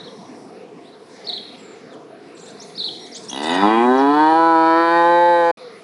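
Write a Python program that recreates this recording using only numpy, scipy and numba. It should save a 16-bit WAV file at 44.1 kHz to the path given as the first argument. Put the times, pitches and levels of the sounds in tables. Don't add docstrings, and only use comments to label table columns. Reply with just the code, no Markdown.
import sys
import numpy as np
from scipy import signal
from scipy.fft import rfft, irfft, next_fast_len
from scipy.io import wavfile
from scipy.ndimage import uniform_filter1d
from numba import njit

SR = 44100
rng = np.random.default_rng(int(sys.argv[2]) if len(sys.argv) > 2 else 0)


def unload_wav(signal):
    wavfile.write(
        sys.argv[1],
        SR,
        np.round(np.clip(np.atleast_2d(signal).T, -1, 1) * 32767).astype(np.int16),
    )


N = 257103
TIME = np.arange(N) / SR


def undb(db):
    return 10 ** (np.asarray(db) / 20)


def ramp(x, start, span):
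    return np.clip((x - start) / span, 0, 1)


def curves(table):
    times_s, *columns = np.transpose(table)
    return [np.interp(TIME, times_s, column) for column in columns]


def delayed(x, seconds):
    return np.interp(TIME - seconds, TIME, x, left=0)


def smooth(x, samples):
    return uniform_filter1d(uniform_filter1d(x, samples), samples)


def unit(x):
    return x / np.sqrt(np.mean(x ** 2))


def steady(x):
    return x / np.sqrt(np.abs(smooth(x ** 2, samples=1300)) + 1e-14)


def wander(rate_hz):
    hold = int(SR / rate_hz)
    steps = np.repeat(rng.standard_normal(N // hold + 1), hold)
    return 1.43 * smooth(steps, hold)[:N]


def butter(x, hz, kind, order):
    return signal.sosfilt(signal.butter(order, hz, kind, fs=SR, output="sos"), x)


@njit
def svf(x, hz, width_hz):
    out = np.empty((2, len(x)))
    band_state, low_state = 0., 0.
    for i in range(len(x)):
        g, damping = np.tan(np.pi * hz[i] / SR), width_hz / hz[i]
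        band = (band_state + g * (x[i] - low_state)) / (1 + g * (g + damping))
        out[0, i], out[1, i] = damping * band, low_state + g * band
        band_state, low_state = 2 * band - band_state, low_state + 2 * g * band
    return out


def resonance(x, hz, width_hz):
    return svf(x, hz * np.ones(N), float(width_hz))[0]


def steep_resonance(x, hz, width_hz, narrowing=1):
    return resonance(resonance(x, hz, width_hz), hz, narrowing * width_hz)


def cavity(x, hz, width_hz):
    return svf(x, hz * np.ones(N), float(width_hz))[1]


# frequency in Hz, relative noise density in dB.
AIR_SPECTRUM = [(24, -88), (40, -63.5), (105, -17.5), (156, -8.5), (193, -3.5), (372, -4), (428, 0),
                (530, -5), (578, -16), (630, -8), (718, -4), (788, -12.5), (1560, -18), (2210, -20),
                (2740, -25), (7330, -45.5), (10900, -45.5), (14200, -103.5), (22000, -120)]
# time in seconds, overall level in dB.
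AIR_LEVEL = [(0, -37), (.4, -37.5), (1.05, -42), (1.25, -39.5), (2.2, -40.5), (3.2, -39.5), (5.83, -44)]
# time in seconds, midrange lift in dB, treble lift in dB.
LEAF_HISS = [(0, -3.5, 4.5), (.45, -3.5, 6.5), (.7, -3.5, 5), (1.3, 0.5, 11.5), (2.2, -0.5, 6),
             (2.8, -1.5, 15.5), (5.83, 5.5, 15)]


def air():
    (level_db,), (mid_db, treble_db) = curves(AIR_LEVEL), curves(LEAF_HISS)
    points_hz, points_db = np.transpose(AIR_SPECTRUM)
    size = next_fast_len(N)
    octave = np.log2(np.maximum(np.arange(size // 2 + 1) * SR / size, 1))
    spectrum = rfft(rng.standard_normal(size)) * undb(np.interp(octave, np.log2(points_hz), points_db))
    rush = 0
    for centre in np.arange(13, 42) / 3:
        hz = 2 ** centre
        triangle = np.maximum(1 - 3 * np.abs(octave - centre), 0)
        band = irfft(spectrum * triangle, size)[:N]
        waver_db = 3.0 if hz < 900 else 3.2
        lift_db = treble_db if hz > 3500 else mid_db * (hz > 1200)
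        rush = rush + band * undb(waver_db * wander(11) + lift_db)
    return unit(rush) * undb(level_db)


# start in seconds, length in seconds, centre in Hz, width in Hz, level in dB.
RUSTLES = [(-.25, .85, 5500, 1100, -57), (1.08, .17, 5400, 2000, -55), (1.5, .36, 2200, 800, -54),
           (1.535, .03, 2600, 1500, -47), (1.92, .04, 7000, 5000, -60), (2.103, .02, 720, 250, -40)]


def rustle(start_s, length_s, hz, width_hz, db):
    band = steep_resonance(rng.standard_normal(N), hz, width_hz)
    return unit(band) * np.sin(np.pi * ramp(TIME, start_s, length_s)) * undb(db)


def whistle(start_s, length_s, contour, db, buzz_hz, overtone_db=-34):
    progress = np.linspace(0, 1, int(length_s * SR))
    trill_hz = 245 * (1 + 0.383 * rng.uniform(-1, 1))
    trill = np.sin(2 * np.pi * (trill_hz * length_s * progress + rng.random()))
    hz = np.interp(progress, *np.transpose(contour)) + buzz_hz * trill
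    phase = 2 * np.pi * np.cumsum(hz) / SR
    envelope = np.clip(np.minimum(progress / 0.095, (1 - progress) / 0.047), 0, 1)
    flutter = 1 + .55 * trill * buzz_hz / (buzz_hz + 100)
    note = (np.sin(phase) + undb(overtone_db) * np.sin(2 * phase)) * envelope * flutter
    first = int(start_s * SR)
    padded = np.pad(unit(note) * undb(db), (max(first, 0), N + abs(first)))
    return padded[max(-first, 0):][:N]


# start in seconds, level in dB, second syllable's relative level in dB.
CHIRRUPS = [(-.03, -41, -3), (1.267, -29, -2.5), (2.776, -27.5, -1.5)]
# share of the length, first syllable's pitch in Hz, second syllable's pitch in Hz.
SYLLABLE_PITCH = [(0, 3364, 3060), (0.141, 4323, 3947), (.27, 4297, 4220), (0.448, 4293, 4018),
                  (.57, 3790, 3658), (.68, 3748, 4176), (.84, 4007, 3300), (1, 3330, 3310)]
# delay in seconds, gain in dB.
WOOD_ECHOES = [(0.062, -10.5), (.118, -17.5), (.18, -18.5)]


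def chirrup(start_s, db, accent_db, flick_s=0.025, step_s=.058, buzz_hz=174):
    call = slur(start_s - flick_s, flick_s, hz=4800, glide_oct=0.3, arch_oct=0,
                buzz_hz=buzz_hz, db=db - 14)
    for ratio, side_db in (1, db), (0.93, db - 9.5):
        arched = [(share, ratio * hz) for share, hz, _ in SYLLABLE_PITCH]
        tumbling = [(share, ratio * hz) for share, _, hz in SYLLABLE_PITCH]
        call = call + whistle(start_s, .054, arched, side_db, buzz_hz)
        call = call + whistle(start_s + step_s, .062, tumbling, side_db + accent_db, buzz_hz)
    return call + sum(undb(echo_db) * delayed(call, delay_s) for delay_s, echo_db in WOOD_ECHOES)


def wood_scatter(x, t60_s, wet_db, build_s):
    t = TIME[:SR]
    tail = rng.standard_normal(SR) * undb(-60 * t / t60_s) * (1 - np.exp(-(t / build_s) ** 2))
    return x + undb(wet_db) * signal.fftconvolve(x, tail / np.linalg.norm(tail))[:N]


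# start in seconds, length in seconds, centre pitch in Hz, glide in octaves,
# arch in octaves, buzz depth in Hz, level in dB.
BIRD_SLURS = [(0.845, 0.052, 3770, .33, 0.015, 120, -58), (.919, 0.036, 4030, -0.18, 0.3, 110, -55.5),
              (1.575, 0.18, 7330, -0.054, 0.0027, 270, -57.5), (1.901, 0.05, 3530, -0.37, 0.12, 140, -56.5),
              (2.345, 0.066, 7260, -0.084, -0.12, 290, -57), (2.403, 0.083, 7250, -0.012, -0.023, 290, -53),
              (2.46, 0.051, 3600, 0.079, -0.29, 400, -49.5), (2.596, 0.037, 5580, 0.43, -0.13, 310, -43.5),
              (2.616, 0.028, 4200, 0.25, 0.27, 300, -47.5), (2.994, 0.064, 5620, -0.0079, 0.029, 20, -48.5),
              (3.116, 0.031, 4940, -0.71, 0.12, 100, -44), (3.146, 0.025, 6540, 0.39, -0.16, 210, -41),
              (3.159, 0.025, 4370, 0.66, 0.0089, 430, -41.5), (3.284, 0.025, 5780, 0.38, -0.037, 87, -34),
              (3.29, 0.016, 9100, .25, 0, 200, -48.5), (3.417, 0.1, 7330, 0.85, -0.047, 840, -48),
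              (3.976, 0.04, 5200, -0.21, -0.049, 370, -46)]


def slur(start_s, length_s, hz, glide_oct, arch_oct, buzz_hz, db):
    position = np.linspace(-1, 1, num=9)
    pitch_hz = hz * 2 ** (glide_oct * position / 2 - arch_oct * position ** 2)
    contour = np.transpose([(position + 1) / 2, pitch_hz])
    return whistle(start_s, length_s, contour, db, buzz_hz)


# start in seconds, stop in seconds, notes per second, mean note level in dB.
TWITTERS = [(2.364, 2.516, 360, -60), (2.578, 2.699, 240, -62), (3.045, 3.073, 330, -56),
            (3.136, 3.177, 420, -49.5), (3.227, 3.304, 260, -56), (3.417, 3.553, 360, -49.5)]


def twitter(start_s, stop_s, notes_per_s, db, low_hz=3100, high_hz=8800):
    span_s = stop_s - start_s
    notes = np.zeros(N)
    for when, height, sweep, strength in rng.random((int(notes_per_s * span_s), 4)):
        hz = low_hz * (high_hz / low_hz) ** height
        notes += slur(start_s + when * span_s, length_s=0.015, hz=hz, glide_oct=0.19 * (2 * sweep - 1),
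                      arch_oct=0, buzz_hz=300, db=db + 5 * (2 * strength - 1))
    return notes


def vocal_folds(hz, rough, jitter=0.01338, waver=0.00197, shimmer_db=3.0, puff_cycles=0.55):
    uneven_hz = hz * (1 + jitter * rough * wander(110) + waver * wander(22))
    cycles = np.cumsum(uneven_hz) / SR
    offset = ((cycles + .5) % 1 - .5) * SR / hz
    pulses = np.sinc(offset / 2) * np.exp(-(offset / 10) ** 2)
    puffs = rng.standard_normal(N) * np.exp(-(cycles % 1) / puff_cycles)
    return unit(pulses) * undb(-shimmer_db * rough * wander(110)), unit(puffs) * rough


# time in seconds, six resonance centres in Hz, brightness in dB.
MOUTH_SHAPE = [(3.38, 240, 700, 967, 1459, 1830, 1985, -5.2), (3.52, 257, 686, 944, 1480, 1910, 1955, -1),
               (3.61, 240, 700, 990, 1510, 1830, 1927, -4), (3.63, 238, 797, 987, 1350, 1770, 1980, -12),
               (3.72, 263, 801, 1058, 1500, 1850, 1980, -19.7),
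               (3.8, 262, 827, 1024, 1510, 1856, 2010, -27), (3.9, 283, 775, 1060, 1520, 1726, 1951, -28),
               (4.0, 302, 760, 988, 1447, 1720, 1945, -11.5), (4.12, 325, 713, 1020, 1365, 1719, 1870, -11),
               (4.2, 345, 910, 975, 1486, 1710, 1930, -13.5), (4.3, 357, 793, 942, 1400, 1750, 1896, -4),
               (4.42, 380, 723, 984, 1420, 1540, 1920, -4.5), (4.66, 356, 730, 996, 1407, 1560, 1860, 1.0),
               (4.8, 370, 617, 1030, 1400, 1755, 1868, 10), (4.92, 390, 720, 985, 1500, 1757, 1893, -3),
               (5.04, 442, 801, 991, 1510, 1826, 1820, -17.5), (5.25, 482, 850, 960, 1574, 1820, 1904, -22),
               (5.5, 470, 744, 968, 1540, 1780, 1813, -14)]
MOUTH_WIDTHS_HZ = [43, 172, 76, 129, 165, 66.5]
# centre in Hz, width in Hz, depth from 0 to 1.
NOTCHES = [(583, 35, 0.92), (1447, 29, 0.7)]
# delay in seconds, linear gain.
NEAR_REFLECTIONS = [(.00243, .3), (.00356, -.17), (.00426, -.2), (.00874, -.18), (.01038, -.1)]


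def mouth_ring(source, crossover_hz=461):
    *centres_hz, bright_db = curves(MOUTH_SHAPE)
    low = high = source
    for _ in range(2):
        low = butter(low, crossover_hz, "low", order=1)
        high = butter(high, crossover_hz, "high", order=1)
    voice = cavity(low - undb(bright_db) * high, hz=2046, width_hz=200)
    for hz, width_hz in zip(centres_hz[::-1], MOUTH_WIDTHS_HZ[::-1]):
        voice = cavity(voice, hz, width_hz)
    voice = butter(voice, 212, "high", order=7)
    for hz, width_hz, depth in NOTCHES:
        voice = voice - depth * resonance(voice, hz, width_hz)
    return steady(voice + sum(gain * delayed(voice, delay_s) for delay_s, gain in NEAR_REFLECTIONS))


# time in seconds, then centres in Hz of the lowest, three rasp and top resonances.
HEAD_CENTRES = [(3.34, 2640, 2860, 3310, 3780, 4650), (3.47, 2600, 2920, 3680, 3830, 4640),
                (3.6, 2400, 2990, 3570, 3750, 4860), (3.7, 2400, 2830, 3270, 3810, 4600),
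                (4.3, 2390, 3000, 3410, 3980, 4220), (4.75, 2290, 3070, 3750, 4000, 4390),
                (4.97, 2380, 3120, 3723, 3897, 4450), (5.2, 2300, 3120, 3788, 3946, 4630)]
# time in seconds, then levels in dB of the lowest resonance, the rasp and the top one.
HEAD_LEVELS = [(3.33, -46, -30, -52), (3.41, -43, -36, -41), (3.5, -36.5, -27, -39.5),
               (3.64, -37.5, -34, -40), (3.77, -34, -35.5, -51), (3.84, -35.5, -40.5, -54),
               (3.88, -53, -42.5, -57), (4.01, -43, -38.5, -44.5), (4.04, -44.5, -42, -52),
               (4.211, -45, -38, -41), (4.559, -43, -45, -44.5), (4.65, -39, -42.5, -42),
               (4.969, -37, -37.5, -40.5), (5.041, -40, -38.5, -48), (5.41, -41.5, -39, -51),
               (5.499, -39.5, -43.5, -45.5)]
# width in Hz, relative level in dB.
RASP_BANDS = [(168, -3.5), (165, -1), (173, -3)]
# time in seconds, centre in Hz, level in dB.
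THIN_WHISTLE = [(3.32, 10350, -48), (3.37, 10300, -47), (3.41, 9700, -52), (3.5, 9650, -48),
                (3.56, 9600, -65), (3.64, 9000, -72)]


def head_ring(source):
    lowest_hz, *rasp_hz, top_hz = curves(HEAD_CENTRES)
    lowest_db, rasp_db, top_db = curves(HEAD_LEVELS)
    thin_hz, thin_db = curves(THIN_WHISTLE)
    rasp = sum(undb(db + 2 * wander(14)) * steep_resonance(source, hz, width_hz, narrowing=0.95)
               for hz, (width_hz, db) in zip(rasp_hz, RASP_BANDS))
    lowest = steep_resonance(source, lowest_hz, width_hz=260, narrowing=0.95)
    top = steep_resonance(source, top_hz, width_hz=430, narrowing=0.95)
    hiss = butter(source, 4700, "high", order=3)
    thin = steep_resonance(source, thin_hz, width_hz=500)
    hiss_db = -36 + .5 * rasp_db
    parts = (lowest, lowest_db), (rasp, rasp_db), (top, top_db), (hiss, hiss_db), (thin, thin_db)
    return sum(undb(db) * steady(part) for part, db in parts)


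# time in seconds, vocal fold rate in Hz.
MOO_PITCH = [(3.31, 60.4), (3.39, 70.27), (3.61, 98.5), (3.7, 108.7), (3.92, 128.1), (4.21, 154.1),
             (4.4, 165.6), (4.63, 162.8), (5.0, 169.9), (5.3, 173.4), (5.5, 168.4)]
# time in seconds, level of the full voice in dB.
BELLOW_LEVEL = [(3.62, -14), (3.73, -13.5), (3.93, -12.5), (4.15, -14), (4.21, -12), (4.45, -12.5),
                (4.66, -12.1), (4.72, -13), (4.88, -13.5), (5.11, -12), (5.5, -14)]


def cow(start_s=3.286, break_s=3.619, flap_s=.0052, slap_s=.0027):
    (hz,), (bellow_db,) = curves(MOO_PITCH), curves(BELLOW_LEVEL)
    swell = ramp(TIME, start_s, 0.24)
    voiced = ramp(TIME, break_s, 0.011)
    held = ramp(hz, 140, 32)
    rattle_db = -35 + 17 * swell
    overshoot_db = 4.5 * (1 - ramp(TIME, break_s, 0.075))
    level_db = (1 - voiced) * rattle_db + voiced * (bellow_db + overshoot_db)
    rough = (1 - voiced) * 0.444 + voiced * (0.22 - 0.1 * held)
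    pulses, puffs = vocal_folds(hz, rough)
    chest = steady(steep_resonance(pulses, hz=150, width_hz=40)) * ramp(hz, 130, 14)
    rumble = unit(resonance(puffs * rough, hz=92, width_hz=55))
    flap = (1 - voiced) * swell * delayed(pulses, flap_s * (1 + 0.223 * wander(60)))
    turbulence = butter(puffs, 1000, "high", order=2) + butter(flap, 1080, "high", order=5)
    lower = mouth_ring(pulses + turbulence) + undb(-46) * chest
    slap = (1 - held) * delayed(pulses, slap_s * (1 + 0.186 * wander(10)))
    closure_strength = undb(4 * rough * wander(90))
    upper = head_ring((pulses + slap + (2 - 1.2 * voiced) * puffs) * closure_strength)
    return (lower * undb(level_db) + upper + undb(-59) * rumble) * ramp(TIME, start_s, 0.054)


def far_tone():
    tone = slur(start_s=5.6, length_s=.14, hz=480, glide_oct=-.26, arch_oct=.03, buzz_hz=22, db=-41)
    return wood_scatter(tone, t60_s=0.6, wet_db=-4, build_s=0.01)


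def scene(cut_s=5.515, resume_s=5.571):
    before_cut = np.clip((cut_s - TIME) / 0.0071, 0, 1)
    gate = before_cut + ramp(TIME, resume_s, 0.0025)
    moo = wood_scatter(cow(), t60_s=.3, wet_db=-15, build_s=.008)
    notes = sum(chirrup(*row) for row in CHIRRUPS)
    notes += sum(slur(*row) for row in BIRD_SLURS)
    notes += sum(twitter(*row) for row in TWITTERS)
    flicker = undb(2.1 * wander(160))
    birds = wood_scatter(notes * flicker, t60_s=0.5, wet_db=-7.5, build_s=0.008)
    far = far_tone()
    grass = sum(rustle(*row) for row in RUSTLES)
    mid = moo * before_cut + (birds + far + grass + air()) * gate
    width = undb(-24.5) * butter(np.roll(mid, shift=300), 820, "high", order=2)
    side_hiss = undb(-71) * butter(rng.standard_normal(N), 7500, "high", order=3)
    side = (width + side_hiss) * gate
    return np.array([mid + side, mid - side])


def record(dry, ceiling=0.69, top_hz=11100):
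    rounded = dry / (1 + (dry / ceiling) ** 8) ** (1 / 8)
    return signal.sosfilt(signal.ellip(10, .2, 70, top_hz, fs=SR, output="sos"), rounded)


dry = scene()
out = record(dry)
unload_wav(out)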